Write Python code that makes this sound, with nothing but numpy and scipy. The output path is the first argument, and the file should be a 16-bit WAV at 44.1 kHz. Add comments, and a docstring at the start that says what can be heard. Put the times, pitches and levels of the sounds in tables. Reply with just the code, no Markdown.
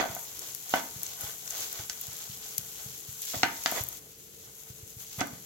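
"""A wooden spatula stirs mashed potato and onion in a frying pan for 5.5 s, over a sizzle and a faint room hum.
0-0.2 s: a run of knocks and a dry scrape (struck pan modes; stick-slip grains rung through the pan).
0.2-4 s: pushes smear the wet food (coloured grains) and rub the metal; fat spits (noise bursts), the pan
bumps on the stove (short low pulses), and knocks fall near 0.7, 1.9 and 3.3-3.7 s, echoed by the kitchen.
4 s: a cut to a quieter sizzle, which then creeps up; weaker pushes, and last knocks and a scrape at 5.2 s."""
import sys
import numpy as np
from scipy import signal
from scipy.fft import rfft, irfft, next_fast_len
from scipy.io import wavfile
from scipy.ndimage import map_coordinates

SR = 44100
rng = np.random.default_rng(int(sys.argv[2]) if len(sys.argv) > 2 else 0)


def digitize_waveform(pressure):
    """Quantize a signal to 16-bit integers and store it at the path in sys.argv[1].

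    Rows of a 2-D input are taken as channels; values are limited to [-1, 1].
    """
    field = np.atleast_2d(pressure).T
    bounded = np.clip(field, -1, 1)
    quanta = np.round(bounded * 32767).astype(np.int16)
    wavfile.write(sys.argv[1], SR, quanta)


N = 240628


def amp(db):
    """Decibels to gain."""
    return 10 ** (np.asarray(db) / 20)


def unit(x):
    """Scale to rms 1."""
    return x / np.sqrt(np.mean(x ** 2) + 1e-20)


def along(points, hz):
    """Read (f/Hz, value) points on a log-frequency axis."""
    f, v = np.transpose(points)
    return np.interp(np.log(hz + 1), np.log(f + 1), v)


def wobble(knots_per_s):
    """Smooth random curve through normally distributed knots."""
    knots = rng.standard_normal(int(N * knots_per_s / SR) + 4)
    return map_coordinates(knots, [np.arange(N) * knots_per_s / SR])


def filtered(x, response):
    """Multiply the spectrum of x by a response of frequency."""
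    m = next_fast_len(x.shape[-1] + 8192)
    hz = np.fft.rfftfreq(m, 1 / SR)
    return irfft(rfft(x, m) * response(hz), m)[..., :x.shape[-1]]


def coloured(x, spectrum):
    """Minimum-phase filter with the gain of (f/Hz, level/dB) points."""
    def response(hz):
        cepstrum = irfft(np.log(amp(along(spectrum, hz))))
        half = len(cepstrum) // 2
        # fold onto positive time: causal
        return np.exp(rfft(np.r_[cepstrum[0], 2 * cepstrum[1:half], np.zeros(half)]))
    return filtered(x, response)


# left-right correlation: (f/Hz, likeness 0-1)
STEREO_LIKENESS = [(130, 0.95), (300, 0.43), (700, 0.36), (1400, 0), (3000, 0), (15000, 0.26)]


def spread(pair):
    """Mix two unrelated signals to left and right with the tabled correlation, highest in the bass."""
    def mid_side(hz):
        angle = np.arccos(np.clip(along(STEREO_LIKENESS, hz), -1, 1)) / 2
        return np.array([np.cos(angle), np.sin(angle)])
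    mid, side = filtered(pair, mid_side)
    return np.array([mid + side, mid - side])


def lean(left_over_right_db):
    """Left and right gains for a level difference."""
    return unit(amp([[left_over_right_db / 2], [-left_over_right_db / 2]]))


def add(track, start_s, sound):
    """Mix a sound into a track."""
    start = max(round(start_s * SR), 0)
    part = sound[..., :N - start]
    track[..., start:start + part.shape[-1]] += part


def grains(rate_hz, scatter_db, life_s):
    """Decaying noise bursts at random moments, a few much larger than the rest; stereo, rms 1."""
    count = int(rate_hz * N / SR)
    sizes = amp(scatter_db * np.minimum(rng.exponential(size=count), 5))
    power = np.bincount(rng.integers(0, N, count), sizes ** 2, N)
    power = signal.lfilter([1], [1, -np.exp(-2 / (life_s * SR))], power)
    return unit(np.sqrt(power) * rng.standard_normal((2, N)))


# resting sizzle level, with a cut at 4 s: (t/s, level/dB)
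SIZZLE_LEVEL = [(0, -42.5), (3.98, -43.5), (4.0, -52.5), (5.46, -48)]
# blade pushing food: (full pressure t/s, swell/s, release/s, crackle level/dB, rub level/dB, sizzle flare level/dB)
PUSHES = [(.01, .02, 0.095, -48.5, -43, -57), (.43, 0.066, .1, -45, -52.5, -60),
          (.74, 0.051, 0.095, -37, -48, -43), (1.07, 0.075, 0.1, -42.5, -52.5, -46),
          (1.26, 0.074, 0.073, -42, -44.5, -39.5), (1.581, 0.089, 0.13, -36.5, -47, -39.5),
          (1.78, 0.089, 0.074, -41.5, -44.5, -52), (2.15, 0.16, 0.23, -44, -55.5, -66),
          (2.47, 0.091, 0.2, -46, -58.5, -50), (2.78, 0.041, 0.097, -47, -56.5, -45),
          (3.225, 0.0097, 0.043, -38, -66, -50), (3.3, 0.07, 0.12, -36, -68, -40),
          (3.76, 0.16, 0.08, -35.5, -48, -37), (4.48, 0.033, 0.029, -54.5, -57, -59),
          (4.66, 0.1, 0.067, -59, -64, -50), (5.015, 0.032, 0.035, -46.5, -56, -43.5),
          (5.19, 0.12, 0.034, -44, -62.5, -45)]


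def stirring():
    """Crackle, rub and sizzle levels in dB: each push adds a power swell to the resting levels."""
    t = np.arange(N) / SR
    level_s, level_points_db = np.transpose(SIZZLE_LEVEL)
    resting_db = np.interp(t, level_s, level_points_db)
    resting_crackle_db, resting_rub_db = -3.5, -17  # re sizzle
    power = amp([resting_db + resting_crackle_db, resting_db + resting_rub_db, resting_db]) ** 2
    for peak_s, swell_s, release_s, *levels_db in PUSHES:
        pressure = np.exp(-((t - peak_s) / np.where(t < peak_s, swell_s, release_s)) ** 2)
        power = power + np.outer(amp(levels_db), pressure) ** 2
    return 10 * np.log10(power)


# hard dry scrapes on bare metal: (peak t/s, attack/s, relative level/dB)
SCRAPES = [(.003, 0.0091, -28.5), (.765, 0.018, -36), (3.347, 0.013, -39), (3.465, 0.028, -42),
           (3.78, 0.04, -36), (5.211, 0.017, -35)]


def scraping():
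    """Gain of the hard scrapes: the edge bites, lifts off quickly and slides on lightly."""
    release_s, slide_db, slide_release_s = 0.014, -11.5, 0.13
    gain = np.zeros(N)
    for peak_s, attack_s, db in SCRAPES:
        t = np.arange(N) / SR - peak_s
        bite = np.exp(-(np.minimum(t, 0) / attack_s) ** 2)
        after = np.maximum(t, 0)
        lift_off = np.exp(-after / release_s)
        slide = amp(slide_db) * np.exp(-after / slide_release_s)
        gain += amp(db) * bite * (lift_off + slide)
    return gain


# pan with blade against it: (f/Hz, mean relative level/dB, undamped t60/s); short modes: wood and loaded base
PAN_MODES = [(291.3, -14.5, 0.085), (650.5, -8, 0.17), (710, 14.5, 0.011), (866, -34, 0.38),
             (921.5, -23.5, 0.54), (1144, -16.5, 0.11), (1221, -12, 0.11), (1386, 8.5, 0.0098),
             (1525, -6, 0.067), (1575, -32.5, 0.15), (1744, -21, 0.2), (2046, -7.5, 0.05),
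             (2070, -4, 0.011), (2430, -25, 0.15), (3025, -28, 0.16), (3406, -14, 0.034),
             (4560, 0.5, 0.0051), (5750, -29, 0.44), (6370, -10, 0.025)]


def pan_ring(damping_db_per_s):
    """Pan's answer to one push: decaying modes, each with its own strength and phase per side."""
    t = np.arange(SR // 2) / SR
    ring = np.zeros((2, len(t)))
    for k, (hz, db, t60_s) in enumerate(PAN_MODES):
        size_db, phase = rng.standard_normal((2, 2, 1))
        lag = .6 * phase * np.sqrt(hz / PAN_MODES[2][0])
        decay = amp(db + size_db - 60 * t / t60_s - damping_db_per_s * t)
        ring += (-1) ** k * decay * np.sin(2 * np.pi * hz * t + lag)
    return ring * (1 - np.exp(-t / 0.00045))


# dry rasp spectrum: (f/Hz, relative level/dB)
RASP_SPECTRUM = [(100, -30), (300, -0.5), (720, -6), (1050, -1), (1480, -3.5), (2100, 2), (2900, -7),
                 (5000, -17.5), (9000, -32)]
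# resonances of the blade gliding on the greased pan: (f/Hz, width/Hz, relative level/dB)
GLIDE_MODES = [(749, 137, -5), (1297, 38, 1), (1498, 81, 2), (2343, 47, -5), (3036, 210, -2.5)]


def rubbing(rub_db):
    """Stick-slip grains drive glide resonances, the damped pan and a rasp that grows faster than the level."""
    glide_tone_db, glide_grit_db = -6.5, -2  # re rub level
    level_db = 20 * np.log10(np.hypot(amp(rub_db + glide_grit_db), scraping()))
    slips = spread(grains(rate_hz=2500, scatter_db=2.3, life_s=.0006))
    held_pan = pan_ring(damping_db_per_s=300)  # blade pressed on the pan
    ring = signal.fftconvolve(slips, held_pan, axes=1)[:, :N]
    ring = unit(coloured(ring, [(250, -7.5), (750, -14.5), (1100, -3), (1500, -4.5), (2000, -1), (3000, 6.0)]))
    rasp = unit(coloured(slips, RASP_SPECTRUM)) * amp(0.12 * (level_db + 38.0))

    def resonances(f):
        total = 0
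        for k, (hz, width_hz, db) in enumerate(GLIDE_MODES):
            damping = 1j * f * width_hz
            total = total + (-1) ** k * amp(db) * damping / (hz * hz - f * f + damping)
        return total

    glide = unit(filtered(slips, resonances)) * amp(rub_db + glide_tone_db)
    grit = (0.79 * ring + 0.76 * rasp) * amp(level_db)
    unsteady_db = 1.5 * wobble(30)
    return (grit + glide) * amp(unsteady_db) * lean(-6.0)


# blade on pan: (t/s, relative level/dB, weight = bass setting/dB, hardness = treble setting/dB)
KNOCKS = [(.001, -21.5, 11, 0), (.0102, -17.5, -4, 1), (.0265, -18.5, 3, -4), (.04, -19.5, -12, -14),
          (.057, -22, 2, -18), (.165, -27.5, -9, -12), (.7385, -8, 1.5, -1.5), (.7995, -33, 5, 2),
          (1.8972, -19, -2, 19.5), (3.343, -23.5, 2.5, -34), (3.4324, -6.5, -6, 8), (3.4342, -14, 8.5, -5),
          (3.66, -10, 4.5, 11.5), (3.722, -21.5, 1, -25), (5.2072, -19, 15, 19), (5.2123, -14.5, 10, -3)]


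def knocks():
    """Contact push and chatter plus pan ring: weight lifts the bass, hardness the treble."""
    track, t = np.zeros((2, N)), np.arange(SR // 2) / SR
    for s, db, weight_db, hardness_db in KNOCKS:
        push = 4 * np.exp(-t / .00008)
        chatter = 1.46 * amp(-60 * t / 0.016) * spread(rng.standard_normal((2, len(t))))
        contact = [(40, -16), (150, weight_db - 9.0), (280, weight_db), (440, .5 * weight_db - 11),
                   (700, -2.0), (1400, 0.46 * hardness_db - 0.5), (2900, hardness_db + 1.5),
                   (7000, 2.47 * hardness_db - 15.5), (9500, 2.4 * hardness_db - 34.5)]
        blow = coloured(pan_ring(damping_db_per_s=0) + push + chatter, contact)
        onset_rms = np.sqrt(np.mean(blow[:, t < .004] ** 2))
        add(track, s, amp(db - 8.5) * blow / onset_rms)
    return track * lean(0.31)


# sizzle spectrum: (f/Hz, relative density level/dB)
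SIZZLE_SPECTRUM = [(500, -28.5), (1500, -19.5), (2800, -17), (3900, -16), (4900, -18), (6400, -1),
                   (7700, -2.5), (8600, -14.5), (9800, -9), (11700, -1), (13300, -3), (15800, -10)]
# wet smear spectrum: (f/Hz, relative density level/dB)
SMEAR_SPECTRUM = [(600, -22), (2000, -8.5), (3300, 0), (5000, 0), (6500, 4), (7700, -1), (8700, -14.5),
                  (12000, -16.5), (16000, 1)]


def sizzle(sizzle_db, smear_db):
    """Steam bubbles burst in the fat as dense fine grains; pressed food crackles in sparser, longer ones."""
    bubbles = grains(rate_hz=9000, scatter_db=2.1, life_s=.0005)
    pops = grains(rate_hz=240, scatter_db=4.2, life_s=.001)
    crackle = grains(rate_hz=3000, scatter_db=2.7, life_s=.0006)
    flare_db = .9 * wobble(26)
    fizz = unit(coloured(unit(bubbles + 0.39 * pops), SIZZLE_SPECTRUM))
    fizz = fizz * amp(sizzle_db + flare_db) * lean(6.6)
    smear = unit(coloured(crackle, SMEAR_SPECTRUM)) * amp(smear_db + 1.4 * wobble(30))
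    return fizz + smear


# loudest spits of fat: (t/s, relative level/dB, top-treble tilt setting/dB)
SPITS = [(.1502, -29, 25), (0.3934, -30, 8), (0.42, -37, -15), (0.5495, -28, 11), (.695, -31.5, 5),
         (0.7591, -27.5, 14), (1.0333, -24.5, 15), (1.066, -31, -13), (1.2107, -30, 13),
         (1.4778, -31.5, -25), (1.5074, -28.5, -3), (1.7285, -29, 13), (2.014, -26.5, 28),
         (2.5819, -18.5, 8.5), (3.22, -26, 14.5), (3.715, -26.5, 19), (3.8383, -24.5, 25), (3.888, -25, 24)]
# spit spectrum before tilt: (f/Hz, relative density level/dB)
SPIT_SPECTRUM = [(500, -29), (2000, -1.5), (4000, -3), (6500, 17), (7700, 11.5), (8700, 2), (11500, 9.5),
                 (16000, -1)]


def spits(life_s):
    """A drop of water bursts in the fat: a few ms of coloured noise, its top treble tilted per drop."""
    track, t = np.zeros((2, N)), np.arange(SR // 40) / SR
    for s, db, tilt_db in SPITS:
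        spray = rng.standard_normal((2, len(t))) * (t / life_s) * np.exp(-t / life_s)
        spray = coloured(spray, SPIT_SPECTRUM)
        spray = coloured(spray, [(7500, 0), (11000, 0.71 * tilt_db), (13500, tilt_db)])
        onset_rms = np.sqrt(np.mean(spray[:, t < .002] ** 2))
        add(track, s - 1.5 * life_s, amp(db) * spray / onset_rms)
    return track * lean(8)


# soft bumps of pan on stove: (t/s, peak level before colouring/dB)
BUMPS = [(0.101, -37.5), (0.964, -39), (1.24, -39), (1.798, -39.5), (2.086, -40.5), (2.299, -39),
         (2.591, -39.5), (2.863, -39.5), (3.09, -39), (3.368, -34.5), (3.811, -32.5), (4.705, -39.5),
         (4.832, -43), (4.97, -40.5), (5.186, -32.5), (5.333, -38)]


def bumps(pitch_hz, life_s):
    """The pan rocks on its support: one dull push of a cycle or two, its pitch scattered per bump."""
    track, t = np.zeros(N), np.arange(SR // 8) / SR
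    for s, db in BUMPS:
        hz = pitch_hz * np.exp(0.1 * rng.standard_normal())
        swell = (t / life_s) ** 2 * np.exp(2 - 2 * t / life_s)
        push = swell * np.cos(2 * np.pi * hz * (t - life_s) + 0.33)
        add(track, s - life_s, amp(db) * push)
    colour = [(25, -10), (55, 9.0), (105, -3), (160, 1.5), (250, -2.5), (1500, -6), (4000, 2)]
    return coloured(track, colour) * lean(-2.3)


# kitchen echo: (f/Hz, t60/s)
ROOM_DECAY = [(60, 0.083), (140, 0.43), (700, 0.28), (2000, 0.35), (6000, 0.092), (14000, 0.19)]


def echo(x, delay_s):
    """Walls answer after a delay: convolution with noise that decays at its own rate per frequency."""
    noise = spread(rng.standard_normal((2, SR // 2)))
    hz, t, z = signal.stft(noise, SR, nperseg=256)
    decay = amp(-60 * t / along(ROOM_DECAY, hz)[:, None])
    tail = signal.istft(z * decay, SR, nperseg=256)[1]
    tail = np.pad(tail / np.linalg.norm(tail[0]), ((0, 0), (round(delay_s * SR), 0)))
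    return signal.fftconvolve(x, tail, axes=1)[:, :N]


# room noise spectrum: (f/Hz, relative density level/dB)
AIR_SPECTRUM = [(20, -40), (35, -15), (60, -3), (130, -2), (200, -10.5), (270, -7.5), (460, -4), (600, -14),
                (900, -24.5), (3000, -18)]
# hum partials: (f/Hz, mean rms level/dB)
HUM_PARTIALS = [(146, -71.5), (198, -71.5), (443, -67), (491, -104)]


def kitchen():
    """Low coloured noise, plus hum partials wavering in level and phase."""
    t = np.arange(N) / SR
    air_db = -56.5 + 1.5 * wobble(6)
    air = unit(coloured(spread(rng.standard_normal((2, N))), AIR_SPECTRUM)) * amp(air_db)
    hum = np.zeros(N)
    for hz, db in HUM_PARTIALS:
        level = np.sqrt(2) * amp(db + wobble(21))
        hum += level * np.sin(2 * np.pi * hz * t + 1.1 * wobble(10))
    return air + hum


def scene():
    """Pan and food close by, the kitchen around them."""
    smear_db, rub_db, sizzle_db = stirring()
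    blows = knocks()
    thuds = bumps(pitch_hz=131, life_s=0.0053)
    drops = spits(life_s=0.00092)
    walls = echo(amp(-6.0) * blows + amp(-5.5) * thuds + amp(-15) * drops, delay_s=.004)
    right_lead_s = .00008  # pan reaches the right side first
    sides = np.array([[-1], [1]])
    pan = filtered(blows + rubbing(rub_db), lambda hz: np.exp(1j * np.pi * hz * right_lead_s * sides))
    return sizzle(sizzle_db, smear_db) + pan + thuds + drops + walls + kitchen()


def record(dry):
    """Remove everything from the band limit up."""
    top_hz = 16050
    return filtered(dry, lambda hz: hz < top_hz)


dry = scene()
out = record(dry)
digitize_waveform(out)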